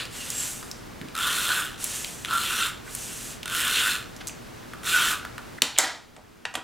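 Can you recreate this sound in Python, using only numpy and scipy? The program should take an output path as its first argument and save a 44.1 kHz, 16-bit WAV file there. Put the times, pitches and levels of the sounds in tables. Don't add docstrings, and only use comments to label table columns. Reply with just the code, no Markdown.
import sys
import numpy as np
from scipy import signal
from scipy.fft import rfft, irfft
from scipy.io import wavfile
from scipy.ndimage import uniform_filter1d, minimum_filter1d

SR = 44100
rng = np.random.default_rng(int(sys.argv[2]) if len(sys.argv) > 2 else 0)


def unload_wav(signal):
    wavfile.write(
        sys.argv[1],
        SR,
        np.round(np.clip(np.atleast_2d(signal).T, -1, 1) * 32767).astype(np.int16),
    )


N = 292427
T = np.arange(N) / SR

# (start [s], run-up [s], slowing from [s], slowing [dB/s], level [dB],
#                  peel over level [dB], main shell resonance at mid-stroke [Hz])
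STROKES = [(1.118, .15, 1.601, 135, -25, -4, 1424), (2.235, 0.12, 2.665, 230, -27.5, -3.5, 1400),
           (3.425, .17, 3.92, 173.5, -25, -2.5, 1443), (4.81, .09, 5.115, 222.5, -23, -3.5, 1414)]
# (first tooth [s], end [s], first gap [s], peak [dB], upper modes over main [dB])
TOOTH_RUNS = [(1.152, 1.196, 0.013, -14.5, 1), (2.257, 2.27, .03, -20, 8), (3.457, 3.51, .0215, -15, 3),
              (3.953, 3.968, .009, -14.5, 9), (5.137, 5.155, 0.013, -28, 1)]
# (centre [Hz], nominal width [Hz], level [dB])
SHELL_MODES = [(1770, 300, -7), (2023, 520, -8), (2660, 370, -5.5), (2720, 260, -4), (3180, 410, 1),
               (3594, 250, -1), (4126, 270, -4.5), (4630, 390, -13.5), (5910, 320, -9), (7540, 300, -8.5),
               (9160, 220, -10.5)]
# (centre [s], half-width [s], pitch [Hz], level [dB])
SINGS = [(1.183, 0.026, 1347, -28), (1.58, 0.018, 1523, -23), (2.346, 0.038, 1360, -23),
         (2.62, 0.03, 1368, -27.5), (3.874, 0.033, 1503, -24), (4.949, 0.017, 1452, -15.5)]
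# (centre [s], half-width [s], added rasp against the usual [dB])
BITES = [(1.32, 0.057, -14), (2.626, 0.037, -4), (3.55, 0.051, -10), (3.81, 0.061, -2), (5.08, 0.022, -13)]
# (frequency [Hz], level [dB])
PEEL_SPECTRUM = [(2650, -35.5), (4500, -16), (5300, 0.5), (5810, -12), (6560, 0), (7650, 1), (9360, 1),
                 (14800, -6), (16000, -32)]
# (start [s], run-up [s], slowing from [s], slowing [dB/s], hiss [dB], low rub [dB])
SLIDES = [(-.02, .02, 0.0085, 220, -37.5, -28), (.09, .08, 0.33, 150, -36, -38.5),
          (.27, 0.16, 0.48, 86, -29.5, -37.5), (1.765, 0.066, 1.984, 48, -31.5, -37.5),
          (2.8, .2, 3.32, 241, -35.5, -41.5), (5.31, .1, 5.26, 150, -52.5, -46)]
# (frequency [Hz], level [dB])
HISS_SPECTRUM = [(2650, -26), (4500, -12.5), (5620, -4), (6770, -2), (7410, -1.5), (7980, -1), (11600, -7),
                 (14000, -15), (15200, -12), (16000, -36.5)]
# (frequency [Hz], level [dB])
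RUB_SPECTRUM = [(290, -34), (500, -4.5), (714, -11), (935, -9), (1720, -0.5), (2140, -2.5), (2800, 2.5),
                (4720, -2), (5000, -11), (6500, -28.5), (11000, -120)]
# (centre [s], half-width [s], pitch [Hz], glide [Hz/s], width [Hz], level [dB])
SCUFFS = [(0.218, 0.04, 2800, -2600, 110, -38.5), (0.402, 0.063, 7540, 0, 400, -27.5),
          (2.877, 0.014, 1680, 0, 900, -38.5), (4.213, 0.0085, 2400, 0, 3530, -34.5),
          (5.586, 0.0039, 1810, 0, 600, -34.5), (5.761, 0.017, 3360, 0, 1610, -28),
          (5.766, 0.0031, 2820, -5, 1300, -18), (6.184, 0.015, 680, -2, 447, -34)]
# (time [s], peak [dB], centre [Hz])
TICKS = [(0.053, -17, 3270), (0.302, -7, 7000), (0.627, -23, 1440), (0.713, -16.5, 5170),
         (1.0133, -20.5, 2180), (1.0849, -26, 2600), (1.8412, -6, 9700), (2.0448, -12, 3200),
         (2.2473, -11.5, 2770), (2.9493, -11, 9100), (3.43, -18.5, 2800), (4.1639, -24, 6200),
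         (4.2706, -12.5, 7200), (4.2774, -16, 6600), (4.2834, -14, 7000), (4.2944, -21.5, 2520),
         (4.734, -20, 1360), (5.2497, -17.5, 1358), (5.3793, -18, 1300)]
# (time [s], crack [dB], crack decay [s], shell mode [Hz],
#                                   rattle [dB], rattle decay [s], rattle low-pass [Hz], table thud [dB])
DROPS = [(5.6198, 7, 0.0017, 3830, -14.5, 0.053, 8200, -14),
         (5.778, -12.5, 0.0029, 2960, -15, .01, 4000, -65),
         (5.7856, 5, 0.0025, 6750, -4, 0.033, 9500, -22.5), (5.835, -40, .003, 6400, -10, 0.053, 5550, -28)]
# (frequency [Hz], level [dB])
CRACK_SPECTRUM = [(180, -33.5), (300, -26), (870, -17), (2300, -3), (3400, 7), (4300, -12), (5000, -19),
                  (6600, 3), (8000, 1), (11000, -9.5), (16000, -10.5)]
# (frequency [Hz], level [dB])
RATTLE_SPECTRUM = [(150, -30), (260, -12), (450, -9), (680, 0.5), (1100, -2.5), (2000, 1.5), (2600, -9.5),
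                   (3600, -2), (6400, -9), (10000, -7), (16000, -13)]
# (time [s], knock [dB], low-pass [Hz], card flutter [dB], table thud [dB])
KNOCKS = [(1.011, -43, 280, -60, -22), (1.028, -48, 220, -60, -25), (6.164, -27, 9000, -53, -45),
          (6.453, -5.5, 5560, -26, -47), (6.54, -21, 14000, -22.5, -43),
          (6.5532, -6.5, 14000, -22.5, -28.5), (6.573, -29, 1290, -17, -29)]
# (frequency [Hz], level [dB])
CARD_SPECTRUM = [(150, -21), (400, -8.5), (680, 1), (1500, -0.5), (2200, -2), (3400, -2.5), (5000, -11.5),
                 (8300, -6.5), (16000, -27)]
# (centre [Hz], width [Hz], level [dB])
TABLE_MODES = [(151, 100, -6.5), (252, 16, -2.5), (312, 20, -5), (390, 71, -22)]
# (frequency [Hz], t60 [s])
ROOM_T60 = [(150, 0.76), (600, 0.38), (2000, 0.32), (5000, 0.42), (9000, 0.24), (15000, 0.3)]
# (frequency [Hz], level [dB])
AIR_SPECTRUM = [(15, -21.5), (25, -4), (123, -5), (263, -6.5), (293, -7), (463, -10.5), (503, -12.5),
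                (560, -13), (624, -12), (677, -14), (1560, -14.5), (1700, -15.5), (2690, -19),
                (4490, -22.5), (16000, -33.5)]
# (frequency [Hz], side minus mid [dB])
AIR_SIDE = [(60, -5.5), (110, -4), (200, 1), (380, 2.5), (700, 2.5), (1290, -2), (2380, -8.5), (4400, -11),
            (8120, -4), (15000, -14)]
# (frequency [Hz], rms level [dB])
HUM = [(120, -57.5), (240, -58)]

GRIP_HZ_PER_S = 190
PEEL_SPEED_POWER = 1.29
CORE_DB, BROAD_DB = -1.5, 4.0
MAIN_DB, UPPER_DB, DRAG_DB = -4, -0.7, -8
TOOTH_GAP_RATIO = 0.92
SLIDE_FLICKER_DB, SLIDE_PRESSURE_DB = 0.8, 0.5
AIR_DB = -44.5
TOP_HZ = 15900


def runner():
    speed, rasp, peeling = 0, 0, 0
    main_hz = np.full(N, STROKES[0][-1])
    for start, run_up_s, slow_from, slowing, db, peel_db, hz in STROKES:
        v = hand_speed(start, run_up_s, slow_from, slowing)
        speed = speed + v
        rasp = rasp + undb(db) * v
        peeling = peeling + undb(db + peel_db) * v ** PEEL_SPEED_POWER
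        mid_stroke = (start + slow_from) / 2
        main_hz = np.where(T >= start, hz + GRIP_HZ_PER_S * (T - mid_stroke), main_hz)
    tooth_hz = 235 * np.maximum(speed, .05) ** .55
    push = ratchet(tooth_hz, jitter=.12, spread_db=1.5, contact_s=0.0042)

    main_hz = main_hz * (1 + 0.014 * walk(20))
    core = moving_ring(push * noise(), main_hz, width_hz=128)
    broad = moving_ring(push * noise(), main_hz, width_hz=417)
    main = even(undb(CORE_DB) * core + undb(BROAD_DB) * broad) * undb(2.9 * walk(24.9))
    sing_s, _, sing_hz, _ = np.transpose(SINGS)
    singing = even(moving_ring(push * noise(), np.interp(T, sing_s, sing_hz), width_hz=72))
    sings = singing * sum(swell(s, half_s, db) for s, half_s, _, db in SINGS)

    upper = 0
    for hz, width_hz, db in SHELL_MODES:
        flicker = undb(db + 3.0 * walk(18))
        strikes = push * grains(rate=3000, spread_db=2.0)
        pass_hz = 1.9 * width_hz
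        upper = upper + flicker * unit(ring(ring(strikes, hz, pass_hz), hz, pass_hz))
    upper = even(upper) * undb(1.5 * walk(16))
    bite = 1 + sum(swell(s, half_s, db) for s, half_s, db in BITES)

    snaps = grains(rate=7100, spread_db=3.0) * (push + .5)
    peel = even(colour(snaps, PEEL_SPECTRUM)) * undb(1.0 * walk(70))
    drag_spectrum = [(100, -3), (400, 3.5), (800, -6.5), (1100, 8.5), (2500, 1.5), (6000, -6.0)]
    drag = unit(colour(noise(), drag_spectrum))
    shell = undb(MAIN_DB) * main + undb(DRAG_DB) * drag + undb(UPPER_DB) * bite * upper
    return rasp * shell + peeling * peel + sings


def ratchet(hz, jitter, spread_db, contact_s):
    turns = np.cumsum(hz * np.exp(jitter * walk(60))) / SR
    size = undb(spread_db * noise(int(turns[-1]) + 1))[turns.astype(int)]
    since_tooth_s = (turns % 1) / hz
    return unit(size * np.exp(-since_tooth_s / contact_s))


def teeth(count=6):
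    out = np.zeros(N)
    for first, end, gap_s, db, upper_db in TOOTH_RUNS:
        gaps_s = gap_s * TOOTH_GAP_RATIO ** np.arange(count)
        times = first + np.cumsum([0, *gaps_s])
        for s in times[times < end]:
            add(out, s, undb(db) * tooth(upper_db))
    return out


def tooth(upper_db):
    hit = burst(decay_s=0.0015, size=4096)
    upper = sum(undb(g) * ring(burst(decay_s=0.0023, size=4096), f, w) for f, w, g in SHELL_MODES)
    main = unit(ring(ring(hit, 1330, 220), 1470, 300))
    tape = unit(colour(hit, PEEL_SPECTRUM))
    click = main + undb(upper_db) * unit(upper) + undb(-1.5) * tape
    return click / np.abs(click).max()


def hand_speed(start, run_up_s, slow_from, slow_db_per_s):
    run_up = np.sin(np.pi / 2 * np.clip((T - start) / run_up_s, 0, 1)) ** 2
    return run_up * undb(-slow_db_per_s * np.maximum(T - slow_from, 0))


def card_slides():
    hiss = unit(colour(grains(rate=14000, spread_db=3.0), HISS_SPECTRUM))
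    hiss = hiss * undb(SLIDE_FLICKER_DB * walk(50))
    rub = unit(colour(grains(rate=7000, spread_db=0.5), RUB_SPECTRUM))
    rub = rub * undb(SLIDE_FLICKER_DB * walk(40))
    pressure = undb(SLIDE_PRESSURE_DB * walk(15))
    slides = 0
    for *push, hiss_db, rub_db in SLIDES:
        slides = slides + hand_speed(*push) * (undb(hiss_db) * hiss + undb(rub_db) * rub)
    return pressure * slides


def scuffs(size=22050):
    out = np.zeros(N)
    for s, half_s, hz, glide, width_hz, db in SCUFFS:
        start = max(s - 3 * half_s, 0)
        since = start + T[:size] - s
        squeak = even(moving_ring(noise(size), hz + glide * since, width_hz))
        add(out, start, undb(db) * squeak * np.exp(-(since / half_s) ** 2))
    return out


def ticks():
    out = np.zeros(N)
    for s, db, hz in TICKS:
        snap = burst(decay_s=0.0014, size=2048)
        shiver = undb(-13.5) * burst(decay_s=0.0076, size=2048)
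        edge = ring(burst(decay_s=0.0026, size=2048), 8400, 7000)
        body = dull(ring(snap + shiver, hz, 0.31 * hz), 11.4 * hz)
        click = unit(body) + undb(-13) * unit(edge)
        add(out, s + .0008, undb(db) * click / np.abs(click).max())
    return out


def impacts():
    out = np.zeros(N)
    for s, crack_db, crack_s, shell_hz, rattle_db, rattle_s, hz, thud_db in DROPS:
        shell = ring(burst(crack_s), shell_hz, width_hz=710)
        crack = undb(crack_db) * (colour(burst(crack_s), CRACK_SPECTRUM) + shell)
        rattle = undb(rattle_db) * dull(colour(burst(rattle_s), RATTLE_SPECTRUM), hz)
        add(out, s, crack + rattle + undb(thud_db) * thud())
    for s, db, hz, flutter_db, thud_db in KNOCKS:
        blow = undb(db) * burst(decay_s=0.0037) + undb(flutter_db) * burst(decay_s=0.014)
        add(out, s, dull(colour(blow, CARD_SPECTRUM) + undb(thud_db) * thud(), hz))
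    return out


def thud():
    push = burst(decay_s=0.015) * (1 - np.exp(-T[:SR // 2] / 0.0029))
    return sum(undb(g) * ring(push, f, w) for f, w, g in TABLE_MODES)


def room(x, wet_db):
    t = T[:SR * 3 // 4]
    hz = np.fft.rfftfreq(len(t), 1 / SR)
    spectrum, tail = rfft(noise(len(t))), 0
    for k, (_, t60) in enumerate(ROOM_T60):
        share = on_log_axis([(f, j == k) for j, (f, _) in enumerate(ROOM_T60)], hz)
        tail = tail + irfft(spectrum * share, len(t)) * np.exp(-np.log(1000) * t / t60)
    build_up = 1 - np.exp(-(t / 0.0042) ** 2)
    tail = colour(tail * build_up, [(200, -5.5), (1500, 5), (4000, -2.0), (8000, 0.5), (15000, -7)])
    return undb(wet_db) * signal.fftconvolve(x, tail / np.linalg.norm(tail))[:N]


def background():
    mid, side = (undb(AIR_DB) * unit(colour(noise(), AIR_SPECTRUM)) for _ in range(2))
    side_gain = undb(on_log_axis(AIR_SIDE, np.fft.rfftfreq(N, 1 / SR)))
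    side = irfft(rfft(side) * side_gain, N)
    hum = 0
    for hz, db in HUM:
        hum = hum + undb(db) * np.sqrt(2) * np.sin(2 * np.pi * (hz * T + rng.random()))
    return np.array([mid + hum + side, mid + hum - side])


def undb(db):
    return 10 ** (np.asarray(db) / 20)


def unit(x):
    return x / np.sqrt(np.mean(x ** 2) + 1e-18)


def even(x):
    return x / np.sqrt(np.abs(uniform_filter1d(x ** 2, size=1500)) + 1e-9)


def noise(size=N):
    return rng.standard_normal(size)


def walk(rate):
    k = int(SR / rate)
    return unit(uniform_filter1d(np.repeat(noise(N // k + 1), k), k)[:N])


def grains(rate, spread_db):
    sizes = undb(spread_db * np.minimum(rng.exponential(size=N), 5))
    return unit((rng.random(N) < rate / SR) * sizes * np.sign(noise()))


def burst(decay_s, size=22050):
    fade = np.exp(-np.arange(size) / SR / decay_s)
    x = noise(size) * fade
    return unit(x) * np.sqrt(np.mean(fade ** 2))


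def swell(s, half_s, db):
    return undb(db) * np.exp(-((T - s) / half_s) ** 2)


def on_log_axis(points, hz):
    f, value = np.transpose(points)
    return np.interp(np.log(np.maximum(hz, 1)), np.log(f), value)


def colour(x, points):
    size = 4096
    cepstrum = irfft(np.log(undb(on_log_axis(points, np.fft.rfftfreq(size, 1 / SR)))))
    cepstrum[1:size // 2] *= 2
    cepstrum[size // 2 + 1:] = 0
    response = irfft(np.exp(rfft(cepstrum)))
    return signal.fftconvolve(x, response / np.linalg.norm(response))[:len(x)]


def ring(x, hz, width_hz):
    b, a = signal.iirpeak(min(hz, .45 * SR), hz / width_hz, fs=SR)
    return signal.lfilter(b, a, x) * np.sqrt(SR / np.pi / width_hz)


def moving_ring(x, hz, width_hz):
    carrier = np.exp(2j * np.pi * np.cumsum(hz) / SR)
    narrow = signal.butter(2, width_hz / 2, fs=SR, output="sos")
    return unit((signal.sosfilt(narrow, x / carrier) * carrier).real)


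def dull(x, hz):
    return signal.sosfilt(signal.butter(2, min(hz, .45 * SR), fs=SR, output="sos"), x)


def add(out, s, x):
    i = int(s * SR)
    out[i:i + len(x)] += x[:N - i]


def scene():
    handwork = runner() + teeth() + card_slides() + scuffs() + ticks()
    blows = impacts()
    mid = handwork + blows + room(handwork, wet_db=-9.5) + room(blows, wet_db=-9.0)
    early = undb(-11.5) * np.gradient(blows)
    side = room(handwork + blows, wet_db=-29.5) + early
    return np.array([undb(-4.5) * (mid + side), undb(-4.0) * (mid - side)]) + background()


def limiter(x, ceiling_db, release_db_per_s):
    power = np.abs(uniform_filter1d(np.mean(x ** 2, axis=0), size=96))
    loud_db = 10 * np.log10(power + 1e-12)
    needed_db = minimum_filter1d(np.minimum(ceiling_db - loud_db, 0), size=2400)
    recovery_db = release_db_per_s * T
    gain_db = np.minimum.accumulate(needed_db - recovery_db) + recovery_db
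    return x * undb(uniform_filter1d(gain_db, size=300))


def record(dry):
    x = np.clip(limiter(dry, ceiling_db=-8.0, release_db_per_s=1.1), -1, 1)
    return signal.sosfilt(signal.ellip(10, .2, 80, TOP_HZ, fs=SR, output="sos"), x)


dry = scene()
out = record(dry)
unload_wav(out)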